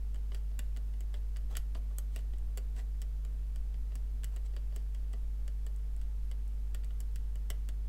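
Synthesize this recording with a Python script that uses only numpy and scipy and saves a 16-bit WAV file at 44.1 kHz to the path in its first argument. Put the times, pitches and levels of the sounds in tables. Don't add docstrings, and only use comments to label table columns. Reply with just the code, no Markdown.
import sys
import numpy as np
from scipy import signal
from scipy.fft import rfft, irfft
from scipy.io import wavfile
from scipy.ndimage import uniform_filter1d

SR = 44100
rng = np.random.default_rng(int(sys.argv[2]) if len(sys.argv) > 2 else 0)


def inscribe(sig):
    pcm = np.round(np.clip(np.atleast_2d(sig).T, -1, 1) * 32767)
    wavfile.write(sys.argv[1], SR, pcm.astype(np.int16))


N = 347508

# start_s, strength_db, hardness_db, push_db, weight_db
TOUCHES = [(0.144, -61.5, 0, 4, 6), (0.1574, -63, -3, 4, -8), (0.3183, -57.5, -16, 7.5, -11),
           (0.3459, -54, -1.5, 3.5, -4), (0.5133, -70.5, -12, 11, -5), (.591, -48.5, 3, -1.5, -8),
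           (.763, -58.5, -5, -5, -8), (0.7704, -60, 2.5, 5, 9), (.9377, -67, -7, 3, -8),
           (1.006, -62, 7, 5, -3), (1.141, -53.5, -7.5, 3.5, -14), (1.361, -56.5, -14, -10, -10),
           (1.3677, -59, 2.5, 4, -6), (1.5526, -48.5, -8, -8, -15), (1.564, -56, -4, -13, -15),
           (1.5686, -46, 5.5, -2, -2), (1.7482, -58, -5, -12, -10), (1.7518, -56.5, -11, 12, -3),
           (1.91, -76, -8, 20, 0), (1.9839, -56, 13.5, 4.5, 1), (2.161, -50.5, 0.5, 3, 1),
           (2.177, -68, -4, 7, -8), (2.1905, -63, 1, -4, 4), (2.3346, -63, -10, 7.5, -6),
           (2.3835, -72, 8, -5, -8), (2.5738, -52.5, 5, 7.5, -16), (2.5797, -57, 4.5, 5, -12),
           (2.763, -65, 0, 1, -10), (2.793, -60, -6, 0, -12), (3.0172, -57.5, 6.5, -3, -10),
           (3.0222, -66.5, 7, 10, -6), (3.249, -63.5, 4, 7, -8), (3.559, -61.5, 2.5, 2, -10),
           (3.741, -64, -10, 0, -8), (3.919, -65.5, -16, 10, -2), (3.9542, -59.5, 7, 3, 13),
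           (4.2336, -54.5, -5, -2, -2), (4.243, -52, 5, -12, 2.5), (4.362, -62.5, 6.5, 8, -6),
           (4.3672, -60, -9, 2, -7), (4.5361, -68, -11, 11, -5), (4.564, -55.5, -6, 5.5, -10),
           (4.723, -69, -13, 13.5, -5), (4.761, -58, 7, 8, 2), (4.9467, -61, -1, 0, -12),
           (5.131, -65, 4, -12, -10), (5.1353, -60.5, -2, 11.5, 4), (5.478, -57.5, 0.5, 1, 2),
           (5.6648, -59.5, 4, 6.5, -12), (5.7614, -78, 14.5, 6, -5), (5.964, -79, 15.5, 12, -5),
           (6.0143, -64, 0, -8, -10), (6.3134, -56.5, -1.5, 1.5, -12), (6.4781, -80, 14, 3, -5),
           (6.746, -52.5, 2, 2, -12), (6.835, -62.5, -11, -10, -10), (6.8444, -66.5, 6.5, 0, 9),
           (6.9053, -62.5, -12, -10, -8), (7.0037, -62.5, 12.5, 2, -4), (7.1583, -56.5, 3.5, -14, 5),
           (7.3558, -63, 3.5, 5, 13), (7.4976, -68, -1, 10, -5), (7.5021, -45.5, 2, 1, -3),
           (7.6878, -54.5, 2, 1, 3)]
# pitch_hz, relative_db, t60_s
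ARM_MODES = [(1394, -2.5, 0.0076), (1500, -3.5, 0.016), (1715, -1.5, 0.012), (1912, 4.5, 0.0079),
             (2023, 0.5, 0.013), (2330, -5.5, 0.008)]
SHANK_MODES = [(2824, 4, 0.011), (3040, 2.5, 0.014), (3380, 1, 0.011), (3800, -2.5, 0.0097),
               (4230, -3, 0.0047), (4520, -5, 0.019), (4940, -2, 0.0063)]
TIP_MODES = [(5500, -4, 0.0066), (6594, -5, 0.016), (7430, 6, 0.0062), (8170, 6, 0.0067),
             (9270, -3.5, 0.015), (10050, -7.5, 0.016)]


def from_db(db):
    return 10 ** (np.asarray(db) / 20)


def unit_rms(x):
    return x / np.sqrt(np.mean(x ** 2) + 1e-20)


def unit_energy(x):
    return x / np.sqrt(np.sum(x ** 2) + 1e-20)


def seconds(length_s):
    return np.arange(int(length_s * SR)) / SR


def add(out, start_s, sound):
    at = max(round(start_s * SR), 0)
    out[at:at + len(sound)] += sound[:max(N - at, 0)]


def coloured_noise(spectrum, size):
    hz, db = np.transpose(spectrum)
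    bins_hz = np.maximum(np.fft.rfftfreq(size, 1 / SR), 1)
    gain = from_db(np.interp(np.log(bins_hz), np.log(hz), db))
    return irfft(rfft(rng.standard_normal(size)) * gain, size)


def ringing(modes, t, spread_db):
    hz, db, t60_s = np.transpose(modes)[:, :, None]
    signs = np.where(np.arange(len(modes)) % 2, -1, 1)[:, None]
    struck_db = db + spread_db * rng.standard_normal(db.shape)
    envelopes = from_db(struck_db - 60 * t / t60_s)
    return np.sum(signs * envelopes * np.sin(2 * np.pi * hz * t), axis=0)


def with_echoes(x, colour, delay_s, t60_s):
    t = seconds(t60_s + delay_s)
    tail = unit_energy((t >= delay_s) * from_db(-60 * t / t60_s))
    response = coloured_noise(colour, size=len(t)) * tail
    response[0] += 1
    return signal.fftconvolve(x, response)


def hiss(level_db=-62):
    # freq_hz, relative_db
    spectrum = [(70, 2), (125, 0.5), (190, -8), (240, -3), (315, -11), (410, -11), (490, -13), (620, -12.5),
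                (950, -17), (1700, -19.5), (3800, -24), (8000, -26.5), (15550, -28), (15950, -48)]
    return from_db(level_db) * unit_rms(coloured_noise(spectrum, size=N))


def rumble(level_db=-44.5):
    # freq_hz, relative_db
    spectrum = [(4, 1.5), (10, 9.5), (17, -2), (27, -4), (34, -19.5), (39, -5), (48, -25), (70, -53),
                (300, -120)]
    return from_db(level_db) * unit_rms(coloured_noise(spectrum, size=N))


def hum(mains_hz=50.08):
    # harmonic_number, rms_db
    partials = [(1, -35.5), (2, -73), (3, -62), (5, -70.5), (7, -80.5), (9, -75), (11, -95.5), (17, -84.5)]
    phase = 2 * np.pi * mains_hz * np.arange(N) / SR
    return sum(np.sqrt(2) * from_db(db) * np.sin(harmonic * phase) for harmonic, db in partials)


def small_room(x):
    # freq_hz, gain_db
    colour = [(200, -21), (600, -7.5), (3000, -16), (5000, -16), (8000, -23), (12000, -18), (16000, -28)]
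    return with_echoes(x, colour, delay_s=.0098, t60_s=.24)[:N]


def bench_thumps():
    # pitch_hz, relative_db, t60_s
    bench_modes = [(105.4, -13, 0.28), (118, 0, 0.2), (252, -7, 0.053)]
    out = np.zeros(N)
    t = seconds(.3)
    for start_s, strength_db, _, _, weight_db in TOUCHES:
        knock = ringing(bench_modes, t, spread_db=1.5)
        add(out, start_s, from_db(strength_db + weight_db) * knock)
    return out


def solder_scrapes(roughness_db=3, ring_db=-7):
    # start_s, length_s, level_db
    drags = [(0.315, 0.081, -64), (1.119, 0.08, -67), (1.493, 0.058, -59.5), (1.757, 0.026, -61),
             (2.106, 0.12, -64), (2.748, 0.079, -58), (3.903, 0.056, -71), (4.311, 0.05, -67.5),
             (4.441, .04, -64), (4.712, 0.11, -69), (6.826, .09, -83)]
    # freq_hz, relative_db
    rasp = [(200, 0), (500, 9.5), (1300, -1), (3400, -4), (6000, -5.5), (7200, -7), (10000, -10),
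            (15500, -14)]
    out = np.zeros(N)
    t = seconds(.04)
    for start_s, length_s, level_db in drags:
        stroke = np.sin(np.pi * seconds(length_s) / length_s)
        bumps = unit_rms(uniform_filter1d(rng.standard_normal(len(stroke)), size=60))
        grit = coloured_noise(rasp, size=len(stroke)) * from_db(roughness_db * bumps)
        slips = unit_rms(grit) * stroke
        steel = ringing(ARM_MODES + SHANK_MODES + TIP_MODES, t, spread_db=8)
        body = from_db(ring_db) * unit_energy(steel)
        body[0] += 1
        add(out, start_s, from_db(level_db) * signal.fftconvolve(slips, unit_energy(body)))
    return out


def slip_burst(level_db, soft_db=-58, firm_db=-42):
    t = seconds(.012)
    length_s = np.interp(level_db, [soft_db, firm_db], [.0018, .0011])
    fade = np.exp(-(t / length_s) ** 2)
    slips = rng.standard_normal(len(t)) * fade
    for _ in range(4):
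        flat_spectrum = np.exp(1j * np.angle(rfft(slips)))
        slips = irfft(flat_spectrum, len(t)) * np.minimum(2 * fade, 1)
    return slips


def tweezer_tick(strength_db, hardness_db, push_db):
    # pitch_hz, relative_db, t60_s
    board_modes = [(273, -8, 0.014), (395, -6.5, 0.049), (460, -4, 0.021), (492, -10, 0.04),
                   (594, -4, 0.02), (662, -5.5, .035), (750, -8, 0.019), (950, -6.5, 0.0065),
                   (1145, -7.5, 0.015)]
    # pitch_hz, relative_db, t60_s
    crack_modes = [(11200, -13, 0.0054), (11250, 1, 0.0032), (12230, -4, 0.011), (13000, -17, 0.0059),
                   (14400, -2.5, 0.0059), (15600, -4, 0.0057)]
    # freq_hz, gain_db
    near_colour = [(200, 0.5), (600, -8), (3000, -4.5), (4600, -0.5), (8000, -13), (12500, -9),
                   (16000, -19)]
    board_db, arms_db, shanks_db = strength_db + push_db - 2, strength_db - .6, strength_db + .26
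    tips_db = strength_db + hardness_db + 1.1
    crack_db = tips_db + .3 * (tips_db + 33)
    levels_db = [board_db, arms_db, shanks_db, tips_db, crack_db]
    parts = [board_modes, ARM_MODES, SHANK_MODES, TIP_MODES, crack_modes]
    slips = slip_burst(max(levels_db))
    gains = from_db(levels_db) * np.sqrt(.0035 * SR)
    t = seconds(.07)
    tick = 0
    for modes, gain in zip(parts, gains):
        ring = signal.fftconvolve(slips, ringing(modes, t, spread_db=2.5))
        tick += gain * unit_energy(ring)
    return with_echoes(tick, near_colour, delay_s=.003, t60_s=.044)


def tweezer_picking():
    out = np.zeros(N)
    for start_s, strength_db, hardness_db, push_db, _ in TOUCHES:
        add(out, start_s, tweezer_tick(strength_db, hardness_db, push_db))
    return out


def scene():
    bed = hiss() + rumble() + hum()
    work = small_room(tweezer_picking() + solder_scrapes())
    return (bed + bench_thumps() + work)[None]


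def record(dry):
    cutoff_hz = 16300
    return signal.sosfilt(signal.ellip(10, .1, 80, cutoff_hz, fs=SR, output="sos"), dry)


dry = scene()
out = record(dry)
inscribe(out)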